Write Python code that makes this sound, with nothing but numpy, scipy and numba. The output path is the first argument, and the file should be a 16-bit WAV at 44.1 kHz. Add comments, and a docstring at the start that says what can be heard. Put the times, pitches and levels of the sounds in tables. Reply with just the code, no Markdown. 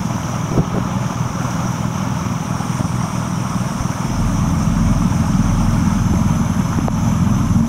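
"""Water pours down a metal sluice box on a floating dredge: bubbles ring behind the riffles, and
spray hisses between the reflecting walls. Two single-cylinder pump engines, firing at slightly
different rates, beat against each other. A hand-held microphone moves from beside the box to its
head, taking a few bumps; after four seconds it rests on the frame, whose vibration makes the drone
heavy. It leans in at the end, and its limiter ducks the water under the loudest peaks."""
import sys
import numpy as np
from scipy import signal
from scipy.fft import rfft, irfft, next_fast_len
from scipy.io import wavfile
from scipy.ndimage import uniform_filter1d, minimum_filter1d, map_coordinates
from numba import njit

SR = 44100
rng = np.random.default_rng(int(sys.argv[2]) if len(sys.argv) > 2 else 0)


def waveform_to_disk(signal):
    """Save audio, clipped to [-1, 1], as 16-bit WAV at the path in sys.argv[1]."""
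    frames = np.transpose(np.atleast_2d(signal))
    scaled = np.clip(frames, -1, 1) * 32767
    samples = np.round(scaled).astype(np.int16)
    wavfile.write(sys.argv[1], SR, samples)


N = 338688

# Microphone path: t/s, place (0 beside the box, 1 at its crossbar, 2 above it, 3 or more at its head)
MIC_PATH = [(2.25, 0), (2.9, 1), (3.5, 1), (4.1, 2), (6.0, 2), (6.55, 9)]
# Firmness of the microphone's contact with the frame: t/s, share (0-1)
FRAME_CONTACT = [(4.25, 0.67), (5.6, 0.94), (6.4, 0.87), (6.7, 0.55), (7.05, 1)]
# Spectrum of water tumbling over the riffles: f/Hz, relative level/dB
CHURN_SPECTRUM = [(240, -34.5), (400, -9.5), (457, -15), (516, -4.5), (660, -0.5), (761, -5), (843, 1),
                  (1300, -1), (1530, -9), (1990, -15), (2270, -11), (2620, -16), (2820, -15), (3490, -17),
                  (4600, -29), (5980, -61), (10100, -120)]
# Spectra of the spray at the four places: f/Hz, relative level/dB
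SPRAY_BESIDE_BOX = [(2590, -29), (4400, -34), (4610, -18.5), (5700, -2), (5910, -0.5), (6570, -6),
                    (7610, -16.5), (8640, -16), (9550, -18.5), (13200, -22), (15500, -25)]
SPRAY_AT_CROSSBAR = [(2590, -45), (4400, -21), (4860, -12.5), (5490, -1), (5880, 1.5), (6500, -6),
                     (7690, -13), (8770, -8), (9700, -14.5), (10100, -17), (10900, -15), (11800, -22),
                     (12800, -20), (15500, -25)]
SPRAY_ABOVE_BOX = [(2590, -47), (4400, -21.5), (4610, -19), (5150, -7), (5910, 1), (6500, -3.5),
                   (6710, -11), (7220, -8), (7730, -17), (8640, -9), (9300, -18.5), (10100, -14),
                   (11900, -20), (14500, -21.5), (15500, -25)]
SPRAY_AT_HEAD = [(2590, -44), (4400, -24), (4810, -17.5), (5260, -5.5), (5790, -3.5), (6040, 2.5),
                 (6330, -1.5), (6530, -8.5), (7140, -9), (8410, -17), (10000, -16.5), (10950, -10.5),
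                 (11700, -19), (13300, -19), (15500, -26)]
# Reflections between the metal sides: nominal delay/s, relative gain
WALL_REFLECTIONS = [(.0016, .17), (.0027, .24), (.0039, .22), (.0056, .2), (.0081, .16)]
# Firing harmonics in the air and in the frame: order, relative level/dB of engine 1, of engine 2
EXHAUST_ORDERS = [(3, -50, -55), (4, -40, -36.5), (5, -33, -39.5), (6, -26.5, -29), (7, -33, -33),
                  (8, -29.5, -31.5), (9, -35, -28.5), (10, -35, -45.5), (11, -48.5, -39.5), (12, -42, -46),
                  (13, -40.5, -48), (14, -48, -57), (16, -51.5, -58)]
FRAME_ORDERS = [(3, -43.5, -45.5), (4, -29.5, -30.5), (5, -22.5, -37), (6, -27.5, -26.5), (7, -31.5, -28),
                (8, -34.5, -24), (9, -31, -28.5), (10, -29.5, -32), (11, -37, -32.5), (12, -50, -42),
                (13, -38, -37), (14, -37.5, -45.5), (16, -58, -58)]
# Spectra of the airborne rumble and of the frame's judder: f/Hz, relative level/dB
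RUMBLE_SPECTRUM = [(12, -36), (28, -8), (55, -7.5), (95, -4), (130, -0.5), (190, 2.5), (260, -1.5),
                   (340, -8.5), (430, -17), (600, -30), (1200, -82.5)]
JUDDER_SPECTRUM = [(15, -34), (38, -17), (55, -9), (80, -3.5), (130, -4), (220, 2), (245, -8), (280, -7),
                   (320, -28.5), (450, -41), (900, -100)]
# Single strong bubbles: t/s, peak level/dB, starting f/Hz, 60 dB decay time/s
SINGLE_BUBBLES = [(0.182, -13.5, 950, 0.014), (.2345, -22, 3000, 0.0099), (1.1065, -17, 1050, .015),
                  (1.508, -22, 5600, .006), (2.17, -17, 890, .04), (6.7305, -14.5, 1350, 0.019)]
# Bumps on the microphone's case: t/s, thud level/dB, f/Hz, click level/dB
CASE_BUMPS = [(.517, -5, 204, -19), (0.576, -2, 229, -18), (.592, 3, 170, -17), (.603, -4, 120, -29),
              (.745, -7.5, 211, -31), (.783, -7, 265, -12), (1.655, -7, 202, -20), (2.808, -3.5, 224, -33),
              (2.846, -19, 110.5, -20), (3.805, -15, 60, -35), (6.138, -5, 310, -26),
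              (6.787, -1.5, 283, -19), (6.883, -6, 200, 5.5)]
# Fingers sliding on the case: middle t/s, half length/s, level/dB
FINGER_RUBS = [(0.544, 0.045, -27), (0.591, 0.019, -19), (0.629, 0.018, -28), (0.766, 0.025, -21.5)]
# Spectra of a bump's click and of the rubbing: f/Hz, relative level/dB
CLICK_SPECTRUM = [(60, -31), (300, 3), (650, 8.5), (1050, 0.5), (1600, -10), (3000, -25), (5500, -38),
                  (8000, -48), (15000, -73)]
RUB_SPECTRUM = [(30, -10), (150, -5), (350, 10), (850, -4.5), (1400, -23), (3500, -39), (8000, -41)]

FIRING_HZ, FIRST_FIRING_S = (20.02, 20.78), (0.0035, 0.00044)  # one value per engine
SPRAY_DB = (-37.5, -36.5, -37, -38)  # base level at each place


def amp(db):
    """Amplitude ratio of a level in decibels."""
    return 10 ** (np.asarray(db) / 20)


def unit(x):
    """Normalisation to an rms of 1."""
    return x / np.sqrt(np.mean(x ** 2) + 1e-20)


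def clock():
    """The time of every sample, in seconds."""
    return np.arange(N) / SR


def glide(start_s, takes_s):
    """A linear ramp from 0 to 1."""
    return np.clip((clock() - start_s) / takes_s, 0, 1)


def wobble(rate):
    """Smooth random modulation: a spline through rate knots a second."""
    return map_coordinates(rng.standard_normal(int(N * rate / SR) + 4), [clock() * rate])


def coloured(x, spectrum):
    """Minimum-phase filtering by a spectrum of (f/Hz, level/dB) points."""
    size = 2 * next_fast_len(N // 2 + SR // 4)
    hz, db = np.transpose(spectrum)
    gain = amp(np.interp(np.log(np.fft.rfftfreq(size, 1 / SR) + 1), np.log(hz + 1), db))
    cepstrum = irfft(np.log(gain + 1e-6))
    cepstrum[1:size // 2] *= 2  # folding the cepstrum makes the filter causal
    cepstrum[size // 2 + 1:] = 0
    return irfft(rfft(x, size) * np.exp(rfft(cepstrum)))[:N]


def microphone():
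    """The moving receiver: its place (0-3), its coupling to the frame (0-1) and its lean (0-1)."""
    place = np.clip(np.interp(clock(), *np.transpose(MIC_PATH)), 0, len(SPRAY_DB) - 1)
    firmness = np.clip(np.interp(clock(), *np.transpose(FRAME_CONTACT)), 0, 1)
    contact = glide(start_s=4.06, takes_s=0.2) * firmness
    lean = glide(start_s=7.45, takes_s=0.12)
    return place, contact, lean


def nearness(place):
    """Linear interpolation weights of the four places."""
    return [np.clip(1 - abs(place - k), 0, 1) for k in range(len(SPRAY_DB))]


def patchy_noise(depth_db):
    """White noise, amplitude-modulated in random patches of time and frequency."""
    spectra = signal.stft(rng.standard_normal(N), nperseg=1024)[2]
    patches = uniform_filter1d(rng.standard_normal(spectra.shape), size=5, axis=0)
    patches = unit(uniform_filter1d(patches, size=5, axis=1))
    return unit(signal.istft(spectra * amp(depth_db * patches), nperseg=1024)[1][:N])


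def bubbles(low_hz, high_hz, cycles, spread_db, count, samples):
    """Bubble resonance: damped tones at random moments, each rising as it nears the surface."""
    when, pitch, strength = rng.random((count, 3)).T[:, :, None]
    hz = low_hz + (high_hz - low_hz) * pitch
    age = np.arange(samples) / SR * hz / cycles  # in decay time constants
    tone = np.sin(2 * np.pi * cycles * age * (1 + 0.017 * age)) * np.exp(-age)
    loudness = amp(spread_db * np.minimum(-np.log(1 - strength), 4)) * np.sqrt(hz)
    at = (when * N).astype(int) + np.arange(samples)
    return unit(np.bincount(at.ravel(), (loudness * tone).ravel(), N)[:N])


def churn():
    """Turbulence behind the riffles: broadband noise and the resonances of entrained air."""
    gurgle = bubbles(452.4, 1714, cycles=8.2, spread_db=3, count=3500, samples=1500)
    splash = bubbles(1705, 4490, cycles=5.3, spread_db=4, count=6000, samples=500)
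    return unit(coloured(patchy_noise(depth_db=1.0) + 0.19 * gurgle + 0.22 * splash, CHURN_SPECTRUM))


def spray(place):
    """Noise and tiny resonating bubbles superpose in a hiss whose spectrum depends on the place."""
    hiss = patchy_noise(depth_db=2.0)
    fizz = hiss + 0.33 * bubbles(4600, 14800, cycles=3.9, spread_db=2.5, count=16000, samples=150)
    spectra = (SPRAY_BESIDE_BOX, SPRAY_AT_CROSSBAR, SPRAY_ABOVE_BOX, SPRAY_AT_HEAD)
    return sum(share * unit(coloured(fizz, shape)) for share, shape in zip(nearness(place), spectra))


def wall_echoes(x, place):
    """Comb filtering: wall reflections interfere in ridges that slide as the hand moves and sways."""
    over, beside, sway = 0.99, 1.07, 0.018  # relative lengths of the echo paths
    reach = over + (beside - over) * nearness(place)[0] + sway * wobble(2)
    depth = np.clip(0.54 + 0.16 * place, 0, 0.9)  # the walls answer most near the head
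    echoes = sum(gain * map_coordinates(x, [np.arange(N) - delay * reach * SR])
                 for delay, gain in WALL_REFLECTIONS)
    return unit(x + depth * echoes)


def water(place, lean):
    """Unsteady flow: one surge modulates both churn and spray, and each also flickers on its own."""
    surge = wobble(9)
    tumbling = churn()
    hiss = wall_echoes(spray(place), place)
    # The microphone swings away from the spray, then slowly comes round to it again.
    away = glide(start_s=0.58, takes_s=0.04) * (1 - glide(start_s=0.58, takes_s=0.92))
    churn_db = -28.5 - 0.5 * nearness(place)[-1] - 3.5 * lean  # the water ducks as the boom swells
    spray_db = np.interp(place, range(len(SPRAY_DB)), SPRAY_DB) - 3.5 * away - 1.5 * lean
    churn_gain = amp(churn_db + 0.4 * surge + 0.43 * wobble(25))
    spray_gain = amp(spray_db + 0.55 * surge + 0.36 * wobble(30))
    return churn_gain * tumbling + spray_gain * hiss


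def firings(engine, scatter_db, jitter_s):
    """A quasi-periodic pulse train: one pulse per firing, scattered in strength and time."""
    count = int(N / SR * FIRING_HZ[engine])
    strength, late = rng.standard_normal((count, 2)).T
    times = FIRST_FIRING_S[engine] + np.arange(count) / FIRING_HZ[engine] + jitter_s * late
    return np.bincount(np.clip(times * SR, 0, N - 1).astype(int), amp(scatter_db * strength), N)


def transmitted(pulses, orders):
    """Source and filter: a transmission path weights the harmonics of each engine's pulses."""
    order, *levels = np.transpose(orders)
    paths = [[(20, -75), *zip(order * hz, db), (500, -78), (1200, -120)]
             for hz, db in zip(FIRING_HZ, levels)]
    return unit(sum(coloured(train, path) for train, path in zip(pulses, paths)))


def engines(contact):
    """Airborne exhaust and rumble; with contact, structure-borne sound replaces the exhaust."""
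    pulses = [firings(engine, scatter_db=1.54, jitter_s=0.00019) for engine in range(2)]
    puffs = sum(np.exp(-((clock() - first) * hz % 1) / 0.5)
                for first, hz in zip(FIRST_FIRING_S, FIRING_HZ))
    rumble = unit(coloured(rng.standard_normal(N) * (1 + puffs), RUMBLE_SPECTRUM))
    exhaust = transmitted(pulses, EXHAUST_ORDERS)
    airborne = amp(-22) * np.sqrt(1 - contact) * exhaust + amp(-26.2) * rumble
    return airborne + amp(-16) * np.sqrt(contact) * frame_ringing(pulses)


def crankshaft_shake(place, contact):
    """Beats: two crankshafts, each turning twice per firing, drift in and out of phase."""
    in_step_s = 4.88
    shake = sum(np.sin(2 * np.pi * 2 * hz * (clock() - in_step_s) + 0.31 * wobble(6))
                for hz in FIRING_HZ)
    air_db = -51.5
    frame_db = -23 - 6.5 * nearness(place)[-1]  # the frame shakes less near the head
    return (amp(air_db) + np.sqrt(contact) * amp(frame_db)) * unit(shake)


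def plinks():
    """Free oscillation: a few strong bubbles ring above the churn, rising in pitch as they decay."""
    out, t = np.zeros(N + SR), np.arange(SR // 10) / SR
    for start, db, hz, t60 in SINGLE_BUBBLES:
        tone = np.sin(2 * np.pi * hz * t * (1 + 3 * t))
        out[round(start * SR):][:len(t)] += amp(db - 60 * t / t60) * tone
    return out[:N]


def handling():
    """Impact and friction on the case: damped thuds, each with a click, and the scuff of fingers."""
    thud_cycles = 6.7  # to decay by 60 dB
    knocks, t = np.zeros(N + SR), np.arange(SR // 8) / SR
    click = coloured(np.ones(1), CLICK_SPECTRUM)[:len(t)]
    click /= np.max(abs(click))
    for start, db, hz, click_db in CASE_BUMPS:
        thud = amp(db - 60 * t * hz / thud_cycles) * np.sin(2 * np.pi * hz * t)
        knocks[round(start * SR):][:len(t)] += thud + amp(click_db) * click
    rubbing = sum(amp(db) * np.exp(-((clock() - middle) / half) ** 2)
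                  for middle, half, db in FINGER_RUBS)
    return knocks[:N] + rubbing * unit(coloured(rng.standard_normal(N), RUB_SPECTRUM))


def frame_ringing(pulses):
    """Dispersion: firings cross the juddering frame as bending waves, low notes later than high."""
    hz = np.fft.rfftfreq(N, 1 / SR)
    lag_cycles = 0.0263 * (20 * np.sqrt(hz) - hz / np.sqrt(2))  # zero group delay at 200 Hz
    ringing = irfft(rfft(transmitted(pulses, FRAME_ORDERS)) * np.exp(-2j * np.pi * lag_cycles), N)
    judder = unit(coloured(rng.standard_normal(N), JUDDER_SPECTRUM))
    return ringing + amp(-5.5) * judder


def panel_boom(contact, lean):
    """Forced vibration: a frame panel booms on the faster engine's 11th order, louder on leaning in."""
    panel_hz = 11 * FIRING_HZ[1]
    tone = np.sin(2 * np.pi * panel_hz * clock() + 0.5 * wobble(14))
    boom = unit(tone * amp(2.7 * wobble(20)))
    return np.sqrt(contact) * amp(-30.5 + 11 * lean) * boom


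@njit
def held(excess, fall):
    """Peak detection with instant attack and exponential release."""
    out = excess.copy()
    for i in range(1, len(out)):
        out[i] = max(out[i], out[i - 1] * fall)
    return out


def limited(x, ceiling_db, release_s):
    """Look-ahead limiting: the gain falls just before a peak over the ceiling, then recovers."""
    excess = np.log(np.maximum(abs(x) / amp(ceiling_db), 1))
    log_gain = minimum_filter1d(-held(excess, np.exp(-1 / (release_s * SR))), size=32)
    return x * np.exp(uniform_filter1d(log_gain, size=32))


def scene():
    """Superposition of all sources at the one moving microphone."""
    place, contact, lean = microphone()
    drone = engines(contact) + crankshaft_shake(place, contact) + panel_boom(contact, lean)
    return (drone + water(place, lean) + plinks() + handling())[None]


def record(dry):
    """Peak limiting, soft saturation of what slips through, and a band limit."""
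    saturation, top_hz = 0.6, 15750
    x = limited(dry[0], ceiling_db=-4, release_s=0.038)
    x = x / (1 + abs(x / saturation) ** 10) ** (1 / 10)
    return irfft(rfft(x) * (np.fft.rfftfreq(N, 1 / SR) < top_hz), N)[None]


dry = scene()
out = record(dry)
waveform_to_disk(out)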